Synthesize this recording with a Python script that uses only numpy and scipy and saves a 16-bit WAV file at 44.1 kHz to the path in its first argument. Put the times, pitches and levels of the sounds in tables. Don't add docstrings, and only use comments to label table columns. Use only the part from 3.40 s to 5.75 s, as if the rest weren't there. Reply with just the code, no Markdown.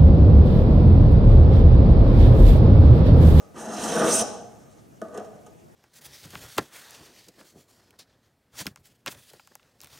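import sys
import numpy as np
from scipy import signal
from scipy.fft import rfft, irfft, next_fast_len
from scipy.io import wavfile

SR = 44100
rng = np.random.default_rng(int(sys.argv[2]) if len(sys.argv) > 2 else 0)


def linear_from_db(decibels):
    return 10 ** (np.asarray(decibels, float) / 20)


def bounce(signal):
    frames = np.transpose(np.atleast_2d(signal))
    limited = np.clip(frames, -1, 1)
    pcm = np.round(limited * 32767).astype(np.int16)
    wavfile.write(sys.argv[1], SR, pcm)


N = 103635
LEAD = 11025
TOTAL = N + LEAD
TIME_S = (np.arange(TOTAL) - LEAD) / SR
BAND_EDGES_HZ = 35 * 2 ** np.arange(0, 9.1, 1 / 3)


def rms_one(x):
    return x / np.sqrt(np.mean(x ** 2) + 1e-20)


def at_hz(points, hz):
    table_hz, value = np.transpose(points)
    return np.interp(np.log(hz), np.log(table_hz), value)


def drift(hz):
    hop, settle = 40, 1000
    r = np.exp(-2 * np.pi * hz * hop / SR)
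    noise = rng.standard_normal(TOTAL // hop + settle + 2)
    slow = signal.lfilter([1], [1, -2 * r, r * r], noise)[settle:]
    return np.interp(np.arange(TOTAL) / hop, np.arange(len(slow)), rms_one(slow))


def ring(x, hz, t60_s):
    r, w = linear_from_db(-60 / (t60_s * SR)), 2 * np.pi * hz / SR
    return signal.lfilter([0, np.sin(w)], [1, -2 * r * np.cos(w), r * r], x + 1e-18)


def bands(pair):
    for k, (low, high) in enumerate(zip(BAND_EDGES_HZ, BAND_EDGES_HZ[1:])):
        sos = signal.butter(2, [low, high], "band", fs=SR, output="sos")
        yield np.sqrt(low * high), signal.sosfilt(sos, pair[k % 2])


def stereo(mid, side, alike):
    return np.sqrt(1 + alike) * mid + np.sqrt(1 - alike) * side * [[1], [-1]]


# hz, level_db_per_hz
HUSH_SPECTRUM = [(30, -8.5), (120, 5), (210, 1.5), (600, -4.5), (1000, -14), (4600, -29), (6000, -23.5),
                 (15000, -33)]
# hz, correlation
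HUSH_LIKENESS = [(40, -0.95), (90, 0.24), (250, 0.18), (1000, -0.62), (4000, 0.92), (15000, 0.54)]


def hush():
    level_db, waver_db, waver_hz = -52, 1.6, 19.0
    out = 0
    for hz, (mid, side) in bands(rng.standard_normal((2, 2, TOTAL))):
        alike = np.clip(at_hz(HUSH_LIKENESS, hz), -1, 1)
        gain = linear_from_db(at_hz(HUSH_SPECTRUM, hz) + waver_db * drift(waver_hz))
        out = out + gain * stereo(mid, side, alike)
    return linear_from_db(level_db) * rms_one(out[:, LEAD:])


# hz, t60_s
SHOP_T60 = [(100, 1.17), (700, 0.8968), (1500, 0.77), (6000, 0.65), (9000, .5), (13000, 0.43)]
# hz, wet_db
SHOP_WET = [(100, -5.5), (200, -8), (300, -11.5), (480, -9), (720, -1), (1400, -9), (6000, -10),
            (9000, -17.5), (13000, -16)]
# hz, lean_db
LEAN = [(60, -1), (250, 1), (600, .5), (2000, -.8), (4500, -1.5), (9000, .6)]


def workshop(x):
    onset_s, alike = 0.0037, 0.66
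    bench_db, bench_s = -12, 0.004
    t, tail = np.arange(SR) / SR, 0
    for hz, (mid, side) in bands(rng.standard_normal((2, 2, SR))):
        t60_s = at_hz(SHOP_T60, hz)
        unit_energy = np.sqrt(6 * np.log(10) / t60_s / SR)
        fall = linear_from_db(at_hz(SHOP_WET, hz) - 60 * t / t60_s) * unit_energy * np.clip(t / onset_s, 0, 1)
        tail = tail + fall * stereo(mid, side, alike)
    bench = signal.lfilter([1, -1], [1, -.93], rng.standard_normal(SR) * np.exp(-t / bench_s))
    tail = tail + linear_from_db(bench_db) * bench / np.sqrt(np.sum(bench ** 2)) * [[1], [-1]]
    size = next_fast_len(len(x) + SR)
    hz = np.arange(size // 2 + 1) * SR / size + 1
    direct = linear_from_db(at_hz(LEAN, hz) * [[.5], [-.5]])
    return irfft(rfft(x, size) * (direct + rfft(tail, size)), size)[:, LEAD:LEAD + N]


# start_s, pitch_hz, peak_db, t60_s
RIM = [
    (.8, 818, -28.5, 0.075),
    (.808, 700, -19.5, 0.062),
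    (.815, 121, -34.5, 0.077),
]


def rim():
    out = 0
    for start_s, pitch_hz, peak_db, t60_s in RIM:
        flick = np.zeros(TOTAL)
        flick[int(start_s * SR) + LEAD] = linear_from_db(peak_db)
        out = out + ring(flick, pitch_hz, t60_s)
    return out


# start_s, peak_db, tool_ring_rel_db, place_0_to_1, rattle_s
TAPS = [(0.806, -22, -15, 1, 0.0086), (0.812, -25, -11, 0.62, 0.0029), (1.616, -20.5, -18, 0.48, 0.0025),
        (1.684, -41, -15.5, .5, 0.0027), (1.725, -47, -9, 0.6, 0.0032), (1.743, -40, -9, .5, 0.0047),
        (1.775, -24, -12, 1, 0.0041), (1.798, -28, -23, 1, 0.0028), (1.847, -44.5, -6, .6, 0.0027),
        (1.943, -41, -20, 0.44, 0.0035), (2.063, -40, -8.5, 0.38, .01)]


def tap_rattles(levels_db):
    out = []
    for (start_s, _, _, _, rattle_s), db in zip(TAPS, levels_db):
        decay = np.exp(-np.maximum(TIME_S - start_s, 0) / rattle_s)
        out.append(linear_from_db(db) * (TIME_S >= start_s) * decay)
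    return out


# time_s, bite_db, hiss_db
STROKE = [(0.145, -43, -62), (0.163, -36, -49), (0.199, -33, -39), (0.25, -33.5, -43), (0.275, -31, -46),
          (0.35, -30, -40), (0.441, -25.5, -31), (0.52, -26.5, -33.5), (0.58, -20, -30.5),
          (0.639, -17.5, -33), (0.68, -20, -25.5), (0.719, -24.5, -24), (0.761, -25, -21.5),
          (0.795, -28, -22), (0.823, -29, -24.5)]
# time_s, bite_db, hiss_db
SHUFFLE = [(1.62, -40, -64), (1.66, -48, -71), (1.69, -44.5, -77), (1.718, -55, -81), (1.742, -37, -60),
           (1.775, -35.5, -55), (1.81, -41, -67), (1.868, -52, -61), (1.883, -55, -83), (1.93, -65, -75),
           (1.961, -62, -64)]
# start_s, length_s, bite_db, hiss_db
BRUSHES = [
    (1.1, 0.3, -58.5, -65),
    (-.2, 0.13, -39.5, -46.5),
]


def contact():
    lift_s = 0.0033
    brushes = [[(s, bite, hiss), (s + length, bite, hiss)] for s, length, bite, hiss in BRUSHES]
    out = 0
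    for rows in [STROKE, SHUFFLE] + brushes:
        s, bite_db, hiss_db = np.transpose(rows)
        on = np.clip(np.minimum(TIME_S - s[0], s[-1] - TIME_S) / lift_s + 1, 0, 1)
        out = out + on * linear_from_db([np.interp(TIME_S, s, bite_db), np.interp(TIME_S, s, hiss_db)])
    return out


def grains():
    rate_per_s, spread_db = 12000, 1.21
    stutter_db, stutter_hz = 2, 24.7
    sign_draw, slip_draw = rng.random((2, TOTAL))
    sizes = linear_from_db(spread_db * rng.exponential(1, TOTAL)) * np.sign(sign_draw - .5)
    slips = sizes * (slip_draw < rate_per_s / SR)
    return rms_one(slips * linear_from_db(stutter_db * drift(stutter_hz)))


# hz, level_db_per_hz
SCRATCH = [(120, -19.5), (200, 0), (900, -11.5), (2150, -16), (3000, -10), (4700, -20.5), (6000, -9),
           (9000, -12), (12500, -24), (15500, -34)]


def scratch(low_hz, high_hz):
    size = next_fast_len(TOTAL)
    hz = np.arange(size // 2 + 1) * SR / size + 1
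    keep = (hz >= low_hz) & (hz < high_hz)
    return rms_one(irfft(rfft(grains(), size) * linear_from_db(at_hz(SCRATCH, hz)) * keep, size)[:TOTAL])


def rub_and_crack(bite, hiss):
    scratch_db, middle_db, high_db = -8.5, -8.5, 1.5
    crack_middle_db, crack_high_db = -12, -6.5
    low, middle, high = scratch(60, 2000), scratch(2000, 4600), scratch(4600, 16000)
    _, peak_db, tool_db, _, _ = np.transpose(TAPS)
    crack = sum(tap_rattles(peak_db + tool_db))
    crack = crack * (linear_from_db(crack_middle_db) * middle + linear_from_db(crack_high_db) * high)
    rub = bite * low + linear_from_db(middle_db) * np.sqrt(bite * hiss) * middle + linear_from_db(high_db) * hiss * high
    return crack + linear_from_db(scratch_db) * rub


def couple(place, antinode, width, off_db):
    return linear_from_db(off_db * (1 - np.exp(-((place - antinode) / width) ** 2)))


def body(modes, t60_s, drive, taps_db, spots, rest, off_db, wander_db, wander_hz):
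    first_s, last_s = STROKE[0][0], STROKE[-1][0]
    stroking = (TIME_S > first_s - .1) & (TIME_S < last_s + .1)
    place = np.where(stroking, (TIME_S - first_s) / (last_s - first_s), rest)
    slips, rattles = grains(), tap_rattles(taps_db)
    norm = np.sqrt(np.sum(linear_from_db(np.array(modes)[:, 1]) ** 2))
    out = 0
    for k, (hz, db, antinode, width) in enumerate(modes):
        steady = np.sqrt(np.mean(ring(slips, hz, t60_s) ** 2))
        gain = drive * couple(place, antinode, width, off_db) * linear_from_db(wander_db * drift(wander_hz))
        for rattle, spot in zip(rattles, spots):
            gain = gain + rattle * couple(spot, antinode, width, off_db)
        out = out + (-1) ** k * linear_from_db(db) * ring(slips * gain / steady / norm, hz, t60_s)
    return out


# pitch_hz, level_db, antinode_0_to_1, width_0_to_1
STEEL = [(2668, -4.5, 0.51, 0.22), (3130, -3.5, 0.49, 0.22), (3710, -10, 0.57, 0.44),
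         (3990, -7, 0.45, 0.43), (5445, -0.5, 0.4, 0.52), (5860, -0.5, 0.69, 0.16), (6063, 0, 0.62, 0.66),
         (6460, -1, 0.25, 0.39), (7300, -7.5, 0.2, 0.56), (8190, 1, 0.89, 0.07), (8440, 5.5, 0.84, 0.068),
         (8830, 6, 0.89, 0.049), (9110, -1, 0.68, 0.38), (10070, -5, 1, 0.096)]


def steel(hiss):
    held_at, level_db = 0.12, 3
    _, peak_db, tool_db, spots, _ = np.transpose(TAPS)
    out = body(STEEL, .012, hiss, peak_db + tool_db, 0 * spots + held_at, held_at,
               off_db=-14.5, wander_db=2, wander_hz=14)
    sos = signal.butter(2, [1800, 10400], "band", fs=SR, output="sos")
    return linear_from_db(level_db) * signal.sosfilt(sos, out)


# pitch_hz, level_db, antinode_0_to_1, width_0_to_1
PAN = [(202.1, 1, 0.52, 0.28), (225, 2.5, 0.22, 0.46), (301, -7.5, 0.67, 0.18), (332.5, -2, 0.79, 0.12),
       (417, -2.5, 0.66, 0.31), (477.5, 3, 0.6, 0.16), (584.6, -5, 0.83, 0.74), (651.6, -2, 0.55, 0.78),
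       (711.4, 0, 0.98, 0.084), (830.3, -7, 0.88, 0.77), (1148, -11, 0.73, 0.37), (1239, -2, 0.75, 0.09),
       (1516, -4, 0.81, 0.16), (1725, -13.5, 0.46, 0.16)]


def pan(bite):
    tap_db, soft_hz, low_hz, set_down_at = 3.5, 2540, 158, 0.715
    _, peak_db, _, spots, _ = np.transpose(TAPS)
    out = body(PAN, .07, bite, peak_db + tap_db, spots, set_down_at,
               off_db=-8, wander_db=3, wander_hz=10.9)
    soft = np.exp(-2 * np.pi * soft_hz / SR)
    out = signal.lfilter([1 - soft], [1, -soft], out)
    return signal.sosfilt(signal.butter(4, low_hz, "high", fs=SR, output="sos"), out)


def scriber():
    bite, hiss = contact()
    return pan(bite) + steel(hiss) + rub_and_crack(bite, hiss) + rim()


def scene():
    return workshop(scriber()) + hush()


def band_limit(x):
    return signal.sosfilt(signal.butter(12, 15760, fs=SR, output="sos"), x)


def record(dry):
    return band_limit(dry)


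dry = scene()
out = record(dry)
bounce(out)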